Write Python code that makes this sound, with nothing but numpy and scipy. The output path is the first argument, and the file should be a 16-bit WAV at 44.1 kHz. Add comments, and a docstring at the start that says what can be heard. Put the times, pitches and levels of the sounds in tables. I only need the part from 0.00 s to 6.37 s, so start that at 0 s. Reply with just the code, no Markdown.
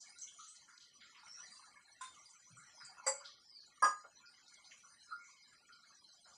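"""Thick gravy spits and bubbles in a clay pot on a steel stove in a small tiled kitchen.
Each bubble bursts in a short puff of steam, coloured by the air resonances of pot and stove top,
and three steam jets whistle over a faint flame rumble. Nearby, someone sets down a steel cup, bowl,
pan and ladle, which knock and ring. The microphone is distant and nearly mono, with little bass
and a dull top; a noise suppressor turns down the steady sound between bursts."""
import sys
import numpy as np
from scipy import signal
from scipy.fft import rfft, irfft, next_fast_len
from scipy.io import wavfile
from scipy.ndimage import uniform_filter1d

SR = 44100
rng = np.random.default_rng(int(sys.argv[2]) if len(sys.argv) > 2 else 0)


def digitize_waveform(pressure):
    """Quantize a signal to 16-bit integers and store it at the path in sys.argv[1].

    Rows of a 2-D input are taken as channels; values are limited to [-1, 1].
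    """
    field = np.atleast_2d(pressure).T
    bounded = np.clip(field, -1, 1)
    quanta = np.round(bounded * 32767).astype(np.int16)
    wavfile.write(sys.argv[1], SR, quanta)


N = 280912


def amp(db):
    return 10 ** (np.asarray(db) / 20)


def rms_one(x):
    return x / np.sqrt(np.mean(x ** 2) + 1e-30)


def db_at(spectrum, hz):
    points_hz, points_db = np.transpose(spectrum)
    return np.interp(np.log(hz), np.log(points_hz), points_db)


def band(x, low_hz, high_hz):
    edges = [max(low_hz, 20), min(high_hz, 15000)]
    return signal.sosfilt(signal.butter(3, edges, "band", fs=SR, output="sos"), x)


def coloured_noise(spectrum, size):
    """Noise of the given spectrum, rms 1."""
    hz = np.maximum(np.fft.rfftfreq(size, 1 / SR), 1)
    return rms_one(irfft(rfft(rng.standard_normal(size)) * amp(db_at(spectrum, hz)), size))


def swell(t, rise_s, t60):
    """Quick attack, then a decay of 60 dB in t60 seconds."""
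    return (1 - np.exp(-t / rise_s)) * amp(-60 * t / t60)


def add(out, start_s, sound):
    i = round(start_s * SR)
    out[i:i + len(sound)] += sound[:N - i]


ROOM_RISE_S, ROOM_T60_S = 0.004, 0.22
def kitchen(x):
    """Diffuse reflections off the tiles: a tail of decaying noise of unit energy."""
    t = np.arange(SR // 3) / SR
    tail = rng.standard_normal(len(t)) * swell(t, ROOM_RISE_S, ROOM_T60_S)
    return signal.fftconvolve(x, tail / np.sqrt(np.sum(tail ** 2)))[:N]


# Tone of the flame. Each row: frequency in Hz, relative level in dB.
FLAME_SPECTRUM = [(15, -51), (25, -8.5), (220, -3), (492, -9), (565, -5.5), (701, -12), (857, -6),
                  (1000, -17), (1300, -31), (2200, -120)]
def flame(level_db=-82.5, lumps_db=2.0):
    """The flame lays down a low rumble whose level wavers unevenly."""
    lumps = np.interp(np.arange(N) / 3000, np.arange(N // 3000 + 2), rng.standard_normal(N // 3000 + 2))
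    return amp(level_db + lumps_db * lumps) * coloured_noise(FLAME_SPECTRUM, N)


def struck_steel(pitches, modes, knock_spectrum, blows):
    """Each blow of steel on stone rings every mode and gives a broad knock; returns ring and knock."""
    ring, knock, t = np.zeros(N), np.zeros(N), np.arange(SR // 3) / SR
    hz = np.array(pitches)[:, None]
    mode_db, t60 = np.transpose(modes)[:, :, None]
    rise_s = 0.0082 * (1000 / hz) ** 0.5   # low modes build up more slowly
    partials = amp(mode_db) * swell(t, rise_s, t60) * np.sin(2 * np.pi * hz * t)
    knock_shape = swell(t, ROOM_RISE_S, ROOM_T60_S)   # the knock arrives as reverberation
    # The vessel rocks on its base, so the modes waver, high ones most.
    rocking_filter = signal.butter(2, 60, fs=SR, output="sos")
    waver_depth = 0.58 * (hz / 4000) ** 0.6
    for start, ring_db, knock_db in blows:
        rocking = rms_one(signal.sosfilt(rocking_filter, rng.standard_normal(partials.shape)))
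        add(ring, start, amp(ring_db) * np.sum((1 + waver_depth * rocking) * partials, axis=0))
        add(knock, start, amp(knock_db) * coloured_noise(knock_spectrum, len(t)) * knock_shape)
    return ring, knock


# Pitches of each vessel's ring. Each entry: one mode's frequency in Hz.
CUP_HZ = [1034, 1443, 1550, 3625, 6379, 6900, 7203, 8480, 9502]
BOWL_HZ = [540, 571, 851, 1057, 1995, 2191, 2336, 3887, 4744, 5233, 5949, 6885, 7195, 7398, 7685, 8010,
           8274, 8656, 9258]
PAN_HZ = [253, 540, 572, 818, 988, 1033, 1180, 1234, 1645, 1983, 4836, 5720, 6896, 8285, 9285]
LADLE_HZ = [1222, 1300, 1406]
# The same modes, in order. Each row: relative level in dB, T60 decay in seconds.
CUP_MODES = [(8, 0.16), (1, 0.1), (-4.5, 0.13), (-6, 0.27), (-32, 0.16), (-18.5, 0.33), (-14.5, 0.63),
             (-13, 0.31), (-37, 0.099)]
BOWL_MODES = [(2.5, 0.23), (-17.5, 0.42), (-7.5, 0.25), (-5, 0.15), (-4.5, 0.13), (-18, 0.43), (-15, 0.064),
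              (-34.5, .12), (-9.5, 0.33), (-16.5, .14), (-18.5, 0.29), (-16, 0.24), (-18, .16),
              (-2.5, 0.17), (-1, 0.23), (-25.5, .2), (-11, 0.047), (-20, 0.14), (-11.5, 0.18)]
PAN_MODES = [(-31.5, 0.17), (-19.5, 0.16), (-17.5, .15), (-16, 0.099), (-14.5, 0.16), (2, 0.12),
             (-4, 0.088), (-2.5, 0.21), (-7, 0.24), (-27.5, 0.25), (-22, 0.25), (-21, 0.17), (-29, 0.41),
             (-32.5, 0.32), (-19, 0.068)]
LADLE_MODES = [(-20, 0.29), (9, 0.097), (-0.5, .24)]
# Tone of the knock under each vessel. Each row: frequency in Hz, relative level in dB.
CUP_KNOCK = [(180, -79), (300, -56), (899, -69), (1030, -20), (1320, 17), (3630, 6), (10400, 12.5),
             (13500, -20), (22000, -120)]
BOWL_KNOCK = [(180, -106.5), (300, -119), (543, -7.5), (731, -25), (1030, -13), (2030, -25.5),
              (3370, -37.5), (7500, -22), (10400, -21), (13500, -55), (22000, -120)]
PAN_KNOCK = [(120, -53.5), (250, -29), (600, -21.5), (1100, -6.5), (1700, -21), (2000, -31), (3200, -30),
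             (4000, -47), (5800, -32), (7700, -52), (9400, -25.5), (10400, -77)]
# Cues for the clinks. Each row: start in seconds, vessel, ring gain in dB, knock gain in dB.
BLOWS = [(2.009, "cup", -44, -50.5), (2.03, "cup", -87, -51), (3.064, "bowl", -30, -35),
         (3.822, "pan", -19, -42.5), (3.84, "pan", -22, -32.5), (5.108, "ladle", -47.5, -81),
         (5.117, "ladle", -38.5, -76.5)]
def vessels():
    """Four steel vessels are set down, each landing once or twice; returns their rings and knocks."""
    kit = {"cup": (CUP_HZ, CUP_MODES, CUP_KNOCK), "bowl": (BOWL_HZ, BOWL_MODES, BOWL_KNOCK),
           "pan": (PAN_HZ, PAN_MODES, PAN_KNOCK), "ladle": (LADLE_HZ, LADLE_MODES, CUP_KNOCK)}
    clinks = []
    for name, voice in kit.items():
        blows = [(start, ring_db, knock_db) for start, which, ring_db, knock_db in BLOWS if which == name]
        clinks.append(struck_steel(*voice, blows))
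    return np.sum(clinks, axis=0)


# Steam whistles. Each row: times in seconds when the jet opens, is full and shuts,
# first and last pitch in Hz, full level in dB.
JETS = [(1.272, 1.288, 1.41, 5350, 5895, -58.5), (2.644, 2.812, 2.88, 5690, 4670, -63),
        (3.393, 3.546, 3.6, 5760, 4377, -61.5)]
def steam_jets(width_hz=220, swell_db=17.5, fade_db_per_s=301, room_db=0.5):
    """Steam through a changing gap: narrow noise on a gliding pitch that swells, holds and fades."""
    out, wander = np.zeros(N), signal.butter(2, width_hz / 2, fs=SR, output="sos")
    for opens, full, shuts, first_hz, last_hz, db in JETS:
        t = opens + np.arange(SR // 2) / SR
        wobble = signal.sosfilt(wander, rng.standard_normal((2, len(t))))
        phase = 2 * np.pi * np.cumsum(np.interp(t, [opens, shuts], [first_hz, last_hz])) / SR
        whistle = rms_one(wobble[0] * np.cos(phase) + wobble[1] * np.sin(phase))
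        level_db = np.interp(t, [opens, full], [db - swell_db, db])
        level_db -= fade_db_per_s * np.maximum(t - shuts, 0)
        add(out, opens, amp(level_db) * whistle)
    return out + amp(room_db) * kitchen(out)


# Peaks (+) and notches (-) of pot and stove top. Each row: centre in Hz, width in Hz, gain in dB.
POT_RESONANCES = [(1413.4, 62, 13.5), (2180, 64, 8), (2800, 100, -10.5), (3140, 130, 3.5), (3640, 140, -4),
                  (4092, 82, 5.5), (4957, 42, 5.5), (5466, 150, -12.5), (5930, 32, 13), (6500, 260, -1.5),
                  (7060, 280, 2), (8930, 22, 18.5)]
def pot(x):
    """The same air resonances colour every bubble in the pot."""
    size = next_fast_len(N + 4096)
    hz = np.fft.rfftfreq(size, 1 / SR)
    gain_db = sum(db / (1 + (2 * (hz - centre) / width) ** 2) for centre, width, db in POT_RESONANCES)
    return irfft(rfft(x, size) * amp(gain_db), size)[:N]


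# Tone of the simmer. Each row: frequency in Hz, relative level in dB.
SIMMER_SPECTRUM = [(240, -52), (400, -16.5), (1010, 4), (1380, -13), (1610, -7.5), (2140, -10),
                   (3180, -16.5), (3540, -21.5), (4060, -11), (6030, -15), (10400, -28), (13500, -48.5),
                   (22000, -120)]
# Fader moves for the simmer. Each row: time in seconds, then gains in dB for bubbles, spatter
# and fine spatter.
SIMMER_VIGOUR = [(0.0, -71.5, -67, -65.5), (0.35, -76, -70.5, -64.5), (0.85, -78.5, -71.5, -73),
                 (1.4, -66.5, -67.5, -68.5), (1.88, -74, -72.5, -72.5), (2.22, -71, -68.5, -67),
                 (2.46, -77, -70.5, -68.5), (2.77, -70, -72, -70), (3.09, -62, -72, -70),
                 (3.41, -78, -72.5, -78), (3.71, -78.5, -71.5, -70.5), (3.9, -75, -69.5, -70),
                 (4.26, -74.5, -72.5, -74.5), (4.45, -77, -65.5, -74.5), (4.75, -75, -70, -68),
                 (5.32, -76, -69.5, -74.5), (5.96, -77, -69.5, -73), (6.37, -77, -67, -71)]
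def simmer(bursts_per_band_per_s=16, spread_db=6, rise_s=0.0087, t60_s=0.19):
    """Small bubbles burst at random, each a puff of narrow noise that dies away in the room."""
    hop = 64   # samples per envelope step
    t, slow_t = np.arange(N) / SR, np.arange(N // hop + 2) * hop / SR
    edges_hz = np.concatenate([np.arange(450, 2800, 130), np.arange(2800, 10700, 200)])
    white, stems = rng.standard_normal((2, N)), np.zeros((4, N))
    puff_power = swell(slow_t[:400], rise_s, t60_s) ** 2
    bursts_below = 0
    for k, (low, high) in enumerate(zip(edges_hz, edges_hz[1:])):
        hz = (low + high) / 2
        onsets = rng.random(len(slow_t)) < bursts_per_band_per_s * hop / SR
        bursts = onsets * amp(spread_db * rng.exponential(1, len(slow_t)).clip(0, 3)) ** 2
        power = np.convolve(bursts + 0.24 * bursts_below, puff_power)[:len(slow_t)]
        power += 0.35 if 3700 < hz < 6200 else 0.05   # steady bed: the sizzle hardly stops
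        bursts_below = bursts   # a burst spills into the next band
        gain = amp(db_at(SIMMER_SPECTRUM, hz)) * np.interp(t, slow_t, np.sqrt(power))
        stem = int(hz > 1100) + int(hz > 2800) + int(hz > 5500)
        stems[stem] += gain * band(white[k % 2], low, high)
    times, bubbles_db, spatter_db, fine_db = np.transpose(SIMMER_VIGOUR)
    faders_db = bubbles_db - 5, bubbles_db + 1.5, spatter_db, fine_db   # low stem to high
    return sum(amp(np.interp(t, times, db)) * rms_one(stem) for db, stem in zip(faders_db, stems))


# Sharp accents. Each row: start in seconds, gain in dB, centre in Hz.
SNAPS = [(0.186, -48.5, 6140), (0.223, -55, 6570), (0.777, -53, 4670), (1.282, -64, 6810),
         (2.996, -53, 960), (3.256, -47.5, 4195), (4.044, -53, 530), (4.48, -56, 5010), (4.54, -54.5, 6030),
         (4.644, -56.5, 3970), (4.715, -54, 2155), (5.53, -64.5, 1430), (5.69, -59.5, 1562)]
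def snaps(rise_s=0.0008, t60_s=0.04):
    """A bubble's skin bursts: a very short puff about half an octave wide."""
    out, t = np.zeros(N), np.arange(SR // 8) / SR
    for start, db, hz in SNAPS:
        noise = rms_one(band(rng.standard_normal(len(t)), hz * 0.82, hz * 1.22))
        add(out, start, amp(db) * noise * swell(t, rise_s, t60_s))
    return out


# Foreground bubbles. Each row: start in seconds, gain in dB, centre in Hz, width in Hz,
# T60 decay in seconds.
POPS = [(0.002, -52.5, 6070, 3000, 0.35), (0.189, -52, 7670, 430, 0.24), (0.212, -43, 6280, 680, 0.23),
        (0.268, -57.5, 3150, 680, 0.35), (0.382, -54.5, 1265, 140, 0.36), (0.388, -62, 3620, 1540, .76),
        (0.403, -60, 6460, 940, 1), (0.477, -55, 8000, 860, 0.28), (0.55, -54, 5570, 2480, 0.13),
        (0.675, -64, 1470, 940, .58), (0.796, -60, 4530, 3000, .55), (0.98, -75, 200, 100, 0.18),
        (1.003, -58, 3570, 1460, 0.37), (1.005, -61.5, 2010, 510, 0.3), (1.145, -57, 2480, 1370, .26),
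        (1.261, -75.5, 150, 100, 0.38), (1.262, -59, 1650, 1890, 0.15), (1.48, -70, 218, 70, 0.23),
        (1.501, -55.5, 4710, 150, 0.48), (1.5, -64, 8200, 3080, 0.76), (2.182, -58.5, 5680, 430, 0.28),
        (2.252, -57, 4820, 340, 0.21), (2.291, -58, 7060, 3000, 0.14), (2.498, -60.5, 143.5, 60, .36),
        (2.563, -61, 1297, 250, 0.4), (2.567, -55.5, 7700, 1290, 0.19), (2.801, -53, 1560, 940, 0.19),
        (2.821, -69, 151, 80, 0.24), (2.845, -49.5, 7600, 1980, .13), (2.893, -67, 1234, 1290, .26),
        (3.241, -52, 4370, 2320, .5), (3.602, -62.5, 4490, 1630, 0.29), (4.04, -53, 967, 940, 0.18),
        (4.254, -57.5, 5000, 940, 0.34), (4.478, -62, 6600, 5000, .13), (4.52, -69, 2120, 241, 0.78),
        (4.644, -59.5, 4600, 1460, .29), (4.707, -56.5, 2660, 1370, 0.24), (4.708, -60.5, 6360, 1370, 0.37),
        (4.834, -60, 1273, 340, 0.26), (5.19, -66, 2173, 256, 0.94), (5.235, -64, 6520, 1460, 0.64),
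        (5.523, -64.5, 5100, 6000, 0.18), (5.69, -62.5, 1394, 250, 0.35), (5.721, -58, 4760, 1290, 0.21),
        (6.252, -63, 1160, 1110, .41)]
def pops(rise_s=0.0082):
    """Single loud bubbles each let out a puff of steam: a band of noise with a soft attack."""
    out, t = np.zeros(N), np.arange(SR // 2) / SR
    for start, db, hz, width, t60 in POPS:
        noise = rms_one(band(rng.standard_normal(len(t)), hz - width / 2, hz + width / 2))
        add(out, start, amp(db) * noise * swell(t, rise_s, t60))
    return out


def scene(ring_room_db=-9, side_db=-18):
    """Pot and flame sit in the middle; only the clinks have width, leaning a little to the right."""
    ring, knock = vessels()
    gravy = pot(simmer() + pops() + snaps())
    mid = gravy + steam_jets() + flame() + ring + knock + amp(ring_room_db) * kitchen(ring)
    side = amp(side_db) * band(kitchen(ring + knock) + ring, 450, 4000)
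    return np.array([mid - side, mid + side])


def noise_suppressor(x, threshold_db=-5, floor_db=-19, memory=0.35):
    """Frequency bins near their usual level are turned down; what stands out passes."""
    bins = signal.stft(x, nperseg=1024, noverlap=768)[2]
    instant_power = np.mean(abs(bins) ** 2, axis=0)
    power = signal.lfilter([1 - memory], [1, -memory], instant_power)
    power = np.maximum(power, instant_power / 2)
    usual_power = uniform_filter1d(np.median(power, axis=1), size=25)[:, None]
    gain = np.maximum(1 - usual_power * amp(threshold_db) ** 2 / (power + 1e-20), amp(floor_db))
    return signal.istft(bins * gain, nperseg=1024, noverlap=768)[1][:, :N]


def record(dry, mic_top_hz=10800, output_top_hz=15700, hiss_db=-92):
    """Noise suppression, a dull microphone path and a faint electronic hiss that reaches higher."""
    mic_filter = signal.cheby2(14, 60, mic_top_hz, fs=SR, output="sos")
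    output_filter = signal.cheby2(12, 30, output_top_hz, fs=SR, output="sos")
    heard = signal.sosfilt(mic_filter, noise_suppressor(dry))
    hiss = amp(hiss_db) * (rng.standard_normal(N) + 0.25 * rng.standard_normal((2, N)))
    return signal.sosfilt(output_filter, heard + hiss)


dry = scene()
out = record(dry)
digitize_waveform(out)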